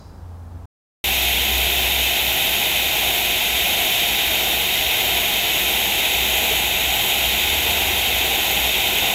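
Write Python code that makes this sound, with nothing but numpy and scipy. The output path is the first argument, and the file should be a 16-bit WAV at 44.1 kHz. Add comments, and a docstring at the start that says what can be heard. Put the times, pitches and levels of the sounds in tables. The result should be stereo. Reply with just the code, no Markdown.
"""A TIG arc runs along a steel joint in a workshop, close to a mono microphone. Arc and shielding gas
hiss steadily, coloured by cup and joint and swelling slightly with each even step of the torch.
The welder's fan and mains hum lie beneath, and one soft, dull blip passes. Before the weld come
quiet room tone, a faint ring of steel dying away and a moment of silence. Beyond the walls a low drone,
like distant engines, swells and fades."""
import sys
import numpy as np
from scipy import signal
from scipy.fft import rfft, irfft, next_fast_len
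from scipy.io import wavfile
from scipy.ndimage import uniform_filter1d

SR = 44100
rng = np.random.default_rng(int(sys.argv[2]) if len(sys.argv) > 2 else 0)


def unload_wav(signal):
    """Save mono or channel-first audio to the path in sys.argv[1] as 16-bit WAV at rate SR, clipped to [-1, 1]."""
    wavfile.write(
        sys.argv[1],
        SR,
        np.round(np.clip(np.atleast_2d(signal).T, -1, 1) * 32767).astype(np.int16),
    )


N = 403074
TIME = np.arange(N) / SR
SILENCE_STARTS_S, ARC_STARTS_S = 0.656, 1.041


def plasma(pops_per_s=900, pop_spread_db=3, pop_db=-12, flutter_db=0.32):
    """Fluttering turbulence of the arc, with tiny pops from the molten pool."""
    sizes = gain_of(pop_spread_db * np.minimum(rng.exponential(1, N), 4))
    pops = sizes * rng.choice([-1, 1], N) * (rng.random(N) < pops_per_s / SR)
    turbulence = rng.standard_normal(N) * gain_of(flutter_db * wander(rate_hz=70))
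    return unit_rms(turbulence + gain_of(pop_db) * unit_rms(pops))


# Gas roar, hiss and fine sizzle, close to the microphone: level_db, growth_db_per_s, step_swing_db
ARC_VOICES = [(-31.5, 0.2471, .85), (-21, 0.02, 0), (-26.5, -0.11, .5)]

def arc(step_crest_s=1.083, step_s=0.667, unsteady_db=0.24):
    """The plasma heard through the cavity at the torch; roar and sizzle swell with each hand step."""
    hz, t, spectrum = signal.stft(plasma(), SR, nperseg=2048, noverlap=1536)
    colour = torch_colour(hz, t)
    power = np.mean(colour ** 2, axis=1)
    step = np.cos(2 * np.pi * (t - step_crest_s) / step_s)
    bands_hz = [(250, 1100), (1900, 4500), (10000, 15500)]  # roar, hiss, sizzle
    balance_db = 0
    for k, (onset_db, growth_db_per_s, swing_db) in enumerate(ARC_VOICES):
        level_db = onset_db + growth_db_per_s * (t - ARC_STARTS_S) + swing_db * step
        level_db += unsteady_db * np.interp(t, TIME, wander(rate_hz=2.3))
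        # each band holds its own level and blends into its neighbours
        low_hz, high_hz = bands_hz[k]
        band_db = 10 * np.log10(np.mean(power * (hz > low_hz) * (hz < high_hz)))
        share = np.interp(hz, np.ravel(bands_hz), np.repeat(np.arange(len(bands_hz)) == k, 2))
        balance_db += share[:, None] * (level_db - band_db)
    _, hiss = signal.istft(spectrum * colour * gain_of(balance_db), SR, nperseg=2048, noverlap=1536)
    return hiss[:N]


# Smooth spectrum of the arc in its gas stream, close up: frequency_hz, relative_db
GAS_SPECTRUM = [(100, -10.5), (550, -11), (950, -8), (1200, -17.5), (1750, -10.5), (2050, -2), (3000, -0.5),
                (3800, -2.5), (4300, -10.5), (5000, -16), (10400, -14), (11500, -8), (14700, -8),
                (15800, -23)]
# Resonances of the gas cup and the hollow between gloves and joint: pitch_hz, half_width_hz, lift_db
CAVITY_MODES = [(420, 85, 6), (650.4, 24, 7.5), (769, 68, 9.5), (1433, 105, 4), (2560, 133, 4),
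                (3120, 108, 4), (3668, 127, 5), (5760, 210, 4), (6670, 200, 9), (7620, 220, 4.5),
                (10010, 170, 5), (10990, 190, 4.5), (13500, 450, 3.5)]
# The torch hand along the joint: time_s, notch_hz, notch_depth_db, cavity_pitch_ratio, glove_opening_db
TORCH_PATH = [(1, 9380, 11, 1, -1), (3.5, 9380, 9.5, 0.995, -.5), (5, 9420, 11.5, 1.003, -1),
              (5.9, 9360, 11.5, 0.995, 0), (6.6, 9150, 13, 1, 2), (7.1, 9240, 12, 1.006, 1),
              (7.6, 9340, 13, 1.004, 0), (9.1, 9420, 13, 1, .7)]

def torch_colour(hz, t):
    """Cup, plate and gloves filter the hiss as the hand moves: a gain for each frequency and time."""
    path_s, *columns = np.transpose(TORCH_PATH)
    notch_hz, depth_db, tuning, opening_db = (np.interp(t, path_s, column) for column in columns)
    cavity_db = sum(lift_db * bell(hz, pitch, width) for pitch, width, lift_db in CAVITY_MODES)
    bin_hz = hz[:, None]
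    colour_db = spectrum_db(GAS_SPECTRUM, bin_hz) + np.interp(bin_hz / tuning, hz, cavity_db)
    # the echo off the plate cancels a narrow band
    colour_db -= depth_db * bell(bin_hz, notch_hz, width_hz=370)
    # where the gloves part, treble slips out and the band below it hollows
    parting = bell(bin_hz, 7500, width_hz=900) - 0.92 * bell(bin_hz, 5100, width_hz=550)
    colour_db += opening_db * parting
    low_cut = bin_hz / np.hypot(bin_hz, 45)
    return gain_of(colour_db) * low_cut


# Echoes reaching the microphone off bench, helmet and wall: delay_s, amplitude_ratio
NEAR_ECHOES = [(.00428, -.05), (.0059, .07), (.00833, .08), (.01145, .07), (.01192, -.1), (.01339, -.06),
               (.01576, .06)]

def reflections(direct, cutoff_hz=3500):
    """Nearby surfaces add early echoes, which lose their treble."""
    dull = signal.sosfilt(signal.butter(1, cutoff_hz, fs=SR, output="sos"), direct)
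    echoes = sum(gain * np.pad(dull, (round(delay_s * SR), 0))[:N] for delay_s, gain in NEAR_ECHOES)
    return direct + echoes


def low_blip(start_s=6.509, pitch_hz=435, peak_db=-21, rise_s=.005, t60_s=.06):
    """One brief, soft, dull blip during the weld."""
    t = np.maximum(TIME - start_s, 0)
    attack = np.minimum(t / rise_s, 1)
    decay = gain_of(peak_db - 60 * np.maximum(t - rise_s, 0) / t60_s)
    return attack * decay * np.sin(2 * np.pi * pitch_hz * t)


# Steel parts ringing as they are handled in the workshop: pitch_hz, half_width_hz, relative_db
STEEL_MODES = [(4020, 134, -3), (4740, 70, 0), (5100, 170, -3), (5800, 1400, -9)]

def steel_ring(level_db=-57, t60_s=0.94):
    """A faint, dense metallic ring that dies away."""
    ring = noise(lambda hz: sum(gain_of(db) * bell(hz, pitch, width) for pitch, width, db in STEEL_MODES))
    return ring * gain_of(level_db - 60 * TIME / t60_s)


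# The welder's cooling fan, behind the arc: pitch_hz, width_hz, level_db
FAN_TONES = [(204, 13, -49), (372.5, 16, -53), (705, 12, -43), (965, 40, -52.5)]

def fan():
    """Blade tones, blurred by the air that the fan stirs."""
    return sum(gain_of(level_db) * noise(lambda hz: 1 / (1 + (2 * (hz - pitch_hz) / width_hz) ** 2))
               for pitch_hz, width_hz, level_db in FAN_TONES)


def mains_hum(pitch_hz=60.1, level_db=-44.5):
    """The welder's transformer hums under load."""
    return np.sqrt(2) * gain_of(level_db) * np.sin(2 * np.pi * (pitch_hz * TIME + rng.random()))


# Swells of the drone, far off: crest_s, rise_s, fall_s, pitch_hz, glide_hz_per_s, level_db
DRONE_SWELLS = [(.45, 0.28, .5, 87, 4.5, -35.5), (1.45, 0.49, .62, 64.1, 0.7, -30.5),
                (7.5, .12, .55, 77, 11, -35.5), (7.9, 1.2, 1.1, 63.1, 0, -39)]

def drone(crest_s, rise_s, fall_s, pitch_hz, glide_hz_per_s, level_db, waver_hz=0.61, throb_db=1.6):
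    """A low tone from beyond the walls swells, glides and fades, throbbing a little."""
    t = TIME - crest_s
    cycles = np.cumsum(pitch_hz + glide_hz_per_s * t + waver_hz * wander(rate_hz=7.8)) / SR
    swell = bell(t, 0, np.where(t < 0, rise_s, fall_s))
    throb = gain_of(level_db + throb_db * wander(rate_hz=6))
    return np.sqrt(2) * swell * throb * np.sin(2 * np.pi * cycles)


def rumble(centre_hz=62, width_hz=9, level_db=-44.0):
    """The uneven low rumble under the drone."""
    return gain_of(level_db) * noise(lambda hz: bell(hz, centre_hz, width_hz))


# Workshop air all around the microphone: frequency_hz, relative_db
ROOM_SPECTRUM = [(15, -22), (45, -2.5), (70, -1), (120, -9.5), (220, -10), (350, -18.5), (800, -19),
                 (1300, -25.5), (2200, -39), (3200, -41), (7000, -44.5), (15500, -49)]

def room_tone(idle_db=-42, working_db=-41):
    """Dull rumble of the room's air, a little louder during the weld."""
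    air = noise(lambda hz: gain_of(spectrum_db(ROOM_SPECTRUM, hz)))
    return gain_of(np.where(TIME < ARC_STARTS_S, idle_db, working_db)) * air


def gain_of(db):
    """Decibels to amplitude."""
    return 10 ** (np.asarray(db) / 20)


def unit_rms(x):
    """Scales to rms 1."""
    return x / np.sqrt(np.mean(x ** 2) + 1e-20)


def spectrum_db(points, hz):
    """Joins the points of a spectrum by straight lines on a log-frequency axis."""
    point_hz, point_db = np.transpose(points)
    return np.interp(np.log(hz + 1), np.log(point_hz + 1), point_db)


def bell(hz, centre_hz, width_hz):
    """A smooth peak of height 1."""
    return np.exp(-.5 * ((hz - centre_hz) / width_hz) ** 2)


def noise(shape):
    """Noise of rms 1 whose amplitude spectrum is shape(hz)."""
    size = next_fast_len(N)
    spectrum = rfft(rng.standard_normal(size)) * shape(np.fft.rfftfreq(size, 1 / SR))
    return unit_rms(irfft(spectrum, size)[:N])


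def wander(rate_hz):
    """A smooth random drift of rms 1."""
    return noise(lambda hz: bell(hz, 0, rate_hz))


def scene():
    """Arc and welder up close once the weld starts, room and drone behind; both channels alike."""
    weld = reflections(arc()) + low_blip() + fan() + mains_hum() + rumble()
    background = room_tone() + steel_ring() + sum(drone(*swell) for swell in DRONE_SWELLS)
    mono = (TIME > ARC_STARTS_S) * weld + background
    return np.array([mono, mono])


def record(dry, cutoff_hz=15850):
    """The microphone is muted just before the weld, and the highest treble is cut throughout."""
    live = (TIME < SILENCE_STARTS_S) | (TIME > ARC_STARTS_S)
    gate = uniform_filter1d(live.astype(float), size=64)
    low_pass = signal.firwin(511, cutoff_hz, window=("kaiser", 9), fs=SR)
    return signal.oaconvolve(dry * gate, low_pass[None], "same")


dry = scene()
out = record(dry)
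unload_wav(out)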